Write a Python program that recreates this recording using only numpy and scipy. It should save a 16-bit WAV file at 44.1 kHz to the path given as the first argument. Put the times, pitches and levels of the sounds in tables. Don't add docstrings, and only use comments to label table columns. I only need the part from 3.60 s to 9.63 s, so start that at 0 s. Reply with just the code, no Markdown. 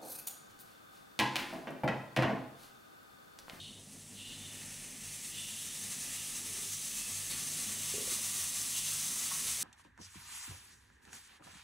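import sys
import numpy as np
from scipy import signal
from scipy.fft import rfft, irfft, next_fast_len
from scipy.io import wavfile
from scipy.ndimage import map_coordinates

SR = 44100
rng = np.random.default_rng(int(sys.argv[2]) if len(sys.argv) > 2 else 0)


def int16_out(signal):
    q = np.round(np.clip(np.atleast_2d(signal).T, -1, 1) * 32767)
    wavfile.write(sys.argv[1], SR, q.astype(np.int16))


N = 265923
TIME = np.arange(N) / SR

# t/s, level/dB re full flow
FLOW = [(0, -20.5), (.22, -19), (.4, -17), (.84, -12.2), (1.12, -11), (1.36, -11), (1.5, -8), (1.95, -6.5),
        (2.45, -5), (3.0, -3.5), (3.35, -2.9), (3.9, -2.5), (4.3, -0.5), (4.75, 0.1), (5.05, -0.3),
        (5.3, 0.15), (5.75, 0.25), (6.03, -0.2)]
# t/s, period of one rock/s, swing of the flow/dB
LIFTS = [(.315, .09, 1.5), (.6, .1, 1), (1.43, .1, 1.6), (1.625, 0.16, 2), (2.295, .11, 3),
         (2.41, .11, 0.5), (2.53, .11, 0.5), (2.645, 0.12, 2.5), (2.75, 0.095, 1.3), (3.105, 0.1, 1.3),
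         (3.325, 0.21, 1.5), (3.52, .12, 0.3), (3.685, .1, 0.5), (3.805, 0.12, 1.3), (3.96, 0.15, 2.5),
         (4.09, 0.093, 2.3), (4.28, 0.13, 0.5), (4.495, 0.13, 3.5), (4.625, 0.1, 2), (4.76, 0.21, 1),
         (5.145, 0.12, 2.5), (5.64, .14, 0.5), (5.85, 0.19, 2), (6.0, .12, 4.5)]
ROCKS_TO_DECAY = 0.86
# t/s of the centre, length/s, change of flow/dB
SETTLES = [(2.13, .2, -0.7), (2.818, .06, -2), (4.17, 0.11, -2), (5.092, .06, -0.3)]

# f/Hz, relative level per Hz/dB
HISS_SPECTRUM = [(1500, -31.5), (2600, -17), (3600, -6.5), (5000, -6), (5600, -2.5), (6250, -0.5),
                 (7000, -3.5), (7650, 1), (8500, -1.5), (9300, 0), (10000, -0.5), (10800, -7),
                 (12000, -16.5), (16000, -38)]
# f/Hz, relative level per Hz/dB
RUSH_SPECTRUM = [(400, -16), (800, -10.5), (1200, -14), (1520, -9), (1900, 0), (2300, -2), (2700, 0.5),
                 (3400, -7.5), (5000, -17), (8000, -28)]
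# f/Hz, relative level per Hz/dB
SPRAY_SPECTRUM = [(9500, -39), (11200, -1), (11900, -4), (12300, -0.5), (12700, 1), (13050, -6),
                  (13400, -3), (13800, -1), (14200, -8), (15100, -4.5), (15600, -4.5)]
# f/Hz, relative level/dB
VENT_TONES = [(6104, 2), (6180, 0), (6295, 3.5), (6358, 2), (6667, 1), (6971, 0), (7331, 0), (7530, 1),
              (7714, 4), (8092, 3), (8587, 2), (9075, 1), (9190, 0), (9528, 2), (9881, 0)]
JET_DB = -38.0
PLUME_DB, PLUME_GROWTH = -52, 0.5
UNFORMED_DB, FORM_S = -9, 1
# t/s of the centre, length/s, level/dB
PLUME_DRIFT = [(.2, .35, -0.5), (1.0, 0.44, 1.5), (1.9, 0.63, -1.5), (2.52, .14, 2), (3.2, 0.28, -2),
               (3.62, 0.13, 0), (4.803, 0.12, 1), (5.22, 0.19, -1.5), (5.66, 0.3, 1.5)]

# f/Hz, half-width/Hz, relative level/dB
SEAT_MODES = [(2836, 110, 0.5), (3150, 300, -4), (3560, 105, 0.5), (4060, 50, -7), (4200, 800, -13.5)]
# t/s, time held/s, level/dB, pitch ratio
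WHEEZES = [(-0.08, 0.07, -50, 1.04), (.525, 0.17, -51.3, 1), (.76, 0.1, -56.5, 1), (1.68, 0.15, -49.5, .99),
           (1.91, 0.16, -55, 1.03), (2.5, 0.06, -54.5, 1), (4.1, .2, -52.5, 1), (5.08, 0.13, -48.5, .98)]
WHEEZE_ATTACK_S, WHEEZE_RELEASE_S = 0.093, 0.18
LEAK_DB, LEAK_GROWTH = -55, 0.95
# t/s of the centre, length/s, f/Hz, level/dB
WHISTLES = [(0.06, 0.26, 3740, -62), (.03, .22, 4240, -62), (.69, 0.22, 2850, -56), (.65, .12, 3550, -57.5),
            (.87, 0.17, 3550, -57), (.72, .34, 4060, -63), (1.83, 0.1, 2950, -57), (2.09, .16, 3660, -59),
            (2.59, .1, 2830, -57), (3.45, 0.24, 2606, -55)]

# t/s, rise/s, level/dB
SPURTS = [(2.297, .015, -52), (3.697, .006, -41), (3.95, 0.032, -49), (4.24, 0.033, -51),
          (4.47, 0.051, -45.5), (5.24, .03, -46), (5.83, 0.048, -42.5)]
# f/Hz, relative level per Hz/dB
SPURT_SPECTRUM = [(1000, -16), (2200, -5), (3500, 5), (4500, 6), (6000, -10), (11000, 5), (15000, -28)]
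SPURT_DECAY_S, SPURT_TAIL_S = 0.051, 0.17

# t/s, level/dB, pitch ratio
BUMPS = [(4.339, -33.5, 0.97), (4.349, -37.5, 1.0), (4.38, -32, 1.04), (4.404, -40, 1.12),
         (4.416, -38, 1.06), (4.476, -35.5, 1.2), (4.5, -44, 1.2), (4.518, -40, .88), (4.588, -45, 1.25)]
# f/Hz, relative level/dB, t60/s
BOARD_MODES = [(111, -14, 0.094), (290, -17, .045), (388, -9, 0.05), (425.6, -5.5, 0.072), (473, -16, .045)]
# f/Hz, relative level/dB, t60/s
BOARD_RING = [(263, -25, .45), (388, -27, .35), (423, -24, .35), (452, -28, .3), (512, -30, .3)]
# t/s of the centre, length/s, level/dB
SCRAPES = [(2.974, 0.27, -65), (4.43, 0.086, -54)]
# t/s, level/dB, pitch ratio
TICKS = [(5.7128, -34, 1), (5.7182, -33.5, 1.0), (5.728, -41, 0.97), (5.752, -38.5, 0.98)]
# f/Hz, relative level/dB, t60/s
POT_MODES = [(970, -5, .026), (1110, -2, .034), (1285, -6.5, 0.022), (1950, -8, 0.025)]

# f/Hz, relative level per Hz/dB
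FLAME_SPECTRUM = [(15, -32), (45, -14), (60, -12.5), (86, -1.5), (115, -4.5), (160, -0.5), (225, -0.5),
                  (262, 0), (290, -4), (450, -8), (700, -12), (2000, -21), (8000, -31), (16000, -50)]
# f/Hz, half-width/Hz, relative level/dB
THROB_MODES = [(194, 17, -0.5), (227, 18, 1), (263.5, 5.4, 0.5)]
# t/s of the centre, length/s, level/dB
FLARES = [(0.362, .07, 3), (0.848, 0.96, 1.5), (1.05, .12, 1), (1.32, 0.15, 2), (1.78, 0.17, 1.5),
          (2.267, 0.34, 3), (2.9, 0.37, 3), (3.783, 0.17, 2.5), (4.036, 0.46, 5), (4.478, 0.31, 5),
          (5.54, 0.11, 1.5), (5.83, 0.22, 2), (.15, .2, 2.5)]
FLAME_DB, THROB_DB, DRONE_DB = -61.5, -65, -70

# f/Hz, level/dB
HUM_LINES = [(98.7, -63.5), (149.3, -64.5), (200, -70.5)]
# t/s of the centre, length/s, level/dB
HUM_SWELLS = [(.33, .12, -7), (.62, .36, 1), (1.0, .14, 3), (1.32, .3, -5), (1.65, .1, -7), (1.92, .12, -7),
              (2.38, .14, -8), (2.7, .1, -7), (2.98, .1, -9), (3.7, .22, 4), (4.33, .2, 3), (4.52, .12, -5),
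              (4.92, .12, -6), (5.5, .5, -3)]

TOP_HZ = 15750


def flow():
    flow_db = np.interp(TIME, *np.transpose(FLOW))
    for s, period, swing_db in LIFTS:
        rocks = np.maximum(TIME - s, 0) / period
        decay = np.exp(-(rocks / ROCKS_TO_DECAY) ** 2)
        flow_db = flow_db + swing_db * np.sin(2 * np.pi * rocks) * decay
    return flow_db + swells(SETTLES, steep=2)


def steam(flow_db):
    flutter_db = 0.41 * wobble(19) + 0.52 * wobble(45) + 0.35 * wobble(120)
    tones = blown([(hz, 15, db) for hz, db in VENT_TONES])
    hiss = amp(JET_DB + flow_db) * (noise(HISS_SPECTRUM) + amp(-10.5) * tones)

    drift_db = swells(PLUME_DRIFT, steep=2)
    unformed_db = UNFORMED_DB * np.maximum(1 - TIME / FORM_S, 0)
    plume_db = PLUME_DB + PLUME_GROWTH * flow_db + unformed_db + drift_db
    plume = amp(plume_db) * noise(RUSH_SPECTRUM)

    spray = amp(-45.5 + 1.27 * flow_db) * noise(SPRAY_SPECTRUM)
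    hollow = amp(-60.0 + 1.5 * flow_db + drift_db) * blown([(1192, 270, 0)])
    return amp(flutter_db) * (hiss + plume + spray + hollow)


def wheeze(flow_db):
    reedy = amp(LEAK_DB + LEAK_GROWTH * flow_db) * blown([(3210, 670, 0)])
    for s, held, db, pitch in WHEEZES:
        opening = np.sin(np.pi / 2 * np.clip((TIME - s) / WHEEZE_ATTACK_S, 0, 1)) ** 2
        closing = np.exp(-(np.maximum(TIME - s - held, 0) / WHEEZE_RELEASE_S) ** 2)
        modes = [(pitch * hz, width, level) for hz, width, level in SEAT_MODES]
        reedy = reedy + amp(db) * opening * closing * blown(modes)
    return amp(1.1 * wobble(60)) * reedy


def whistles():
    out = np.zeros(N)
    for s, length, hz, db in WHISTLES:
        out += amp(db) * swell(s, length, steep=2) * whistle(hz, waver=0.005, flicker_db=3.5)
    return out


def whistle(hz, waver, flicker_db):
    phase = 2 * np.pi * np.cumsum(hz * (1 + waver * wobble(110))) / SR
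    return unit(amp(flicker_db * wobble(70)) * np.sin(phase))


def spurts():
    front = puffs(SPURT_DECAY_S) * noise(SPURT_SPECTRUM)
    tail = puffs(SPURT_TAIL_S) * blown([(2370, 790, 0)])
    return front + amp(-10.5) * tail


def puffs(decay):
    envelope = np.zeros(N)
    for s, rise, db in SPURTS:
        rising = np.clip((TIME - s) / rise, 0, 1)
        envelope += amp(db) * rising * np.exp(-np.maximum(TIME - s - rise, 0) / decay)
    return envelope


def bumps():
    ring = struck([(s, db, 1) for s, db, pitch in BUMPS], BOARD_RING, attack=0.008)
    return struck(BUMPS, BOARD_MODES, attack=0.0016) + ring


def scrapes():
    envelope = sum(amp(db) * swell(s, length) for s, length, db in SCRAPES)
    return envelope * blown([(404, 43, 1), (500, 40, -18)])


def ticks():
    return struck(TICKS, POT_MODES, attack=0.0015)


def burner():
    throb = amp(THROB_DB + 2.3 * wobble(11)) * blown(THROB_MODES)
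    flame = amp(FLAME_DB + 1.0 * wobble(13)) * noise(FLAME_SPECTRUM)
    drone = amp(DRONE_DB) * blown([(38, 5, 0)])
    return amp(swells(FLARES)) * (flame + throb) + drone


def hum():
    lines = []
    for hz, db in HUM_LINES:
        tone = np.abs(1 + 0.5 * wobble(9)) * np.sin(2 * np.pi * hz * TIME + 0.25 * wobble(7))
        lines.append(amp(db) * unit(tone))
    low, *upper = lines
    low = low + amp(-68.5) * blown([(96, 5.3, 0)])
    return amp(swells(HUM_SWELLS)) * low + sum(upper)


def kitchen(x, wet_db, t60):
    t = np.arange(SR // 3) / SR
    places = np.linspace(0, N, 5)
    echo = np.zeros(N)
    for place in places:
        tail = rng.standard_normal(len(t)) * amp(-60 * t / t60) * (t > .002)
        reflected = signal.fftconvolve(x, unit(tail) / np.sqrt(len(t)))[:N]
        nearness = np.clip(1 - np.abs(np.arange(N) - place) / places[1], 0, 1)
        echo += np.sin(nearness * np.pi / 2) * reflected
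    return (x + amp(wet_db) * echo) / np.sqrt(1 + amp(wet_db) ** 2)


def struck(blows, modes, attack):
    out, t = np.zeros(N + SR), np.arange(SR // 2) / SR
    for s, db, pitch in blows:
        ring = np.zeros(len(t))
        for hz, level, t60 in modes:
            decay = amp(level + rng.normal(0, 1) - 60 * t / t60)
            ring += decay * np.sin(2 * np.pi * pitch * hz * t)
        out[round(s * SR):][:len(t)] -= amp(db) * ring * (1 - np.exp(-t / attack))
    return out[:N]


def blown(modes):
    def gain(f):
        return sum(amp(db) / (1 + ((f - hz) / width) ** 2) for hz, width, db in modes)
    return unit(filtered(rng.standard_normal(N), gain))


def noise(spectrum):
    f, db = np.transpose(spectrum)
    def gain(hz):
        return amp(np.interp(np.log(hz + 1), np.log(f), db))
    return unit(filtered(rng.standard_normal(N), gain))


def filtered(x, response):
    size = next_fast_len(N + SR // 2)
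    return irfft(rfft(x, size) * response(np.fft.rfftfreq(size, 1 / SR)), size)[:N]


def wobble(rate):
    knots = rng.standard_normal(int(N * rate / SR) + 4)
    return map_coordinates(knots, [np.arange(N) * rate / SR])


def swell(s, length, steep=4):
    return np.exp(-np.abs(2 * (TIME - s) / length) ** steep)


def swells(table, steep=4):
    return sum(db * swell(s, length, steep) for s, length, db in table)


def amp(db):
    return 10 ** (np.asarray(db) / 20)


def unit(x):
    return x / np.sqrt(np.mean(x ** 2) + 1e-20)


def scene():
    flow_db = flow()
    vented = steam(flow_db) + wheeze(flow_db) + whistles() + spurts()
    cooker = kitchen(vented, wet_db=-8, t60=.18)
    knocks = kitchen(bumps() + ticks() + scrapes(), wet_db=-11, t60=.4)
    mono = cooker + knocks + burner() + hum()
    return np.array([mono, mono])


def record(dry):
    return np.array([filtered(channel, lambda hz: hz < TOP_HZ) for channel in dry])


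dry = scene()
out = record(dry)
int16_out(out)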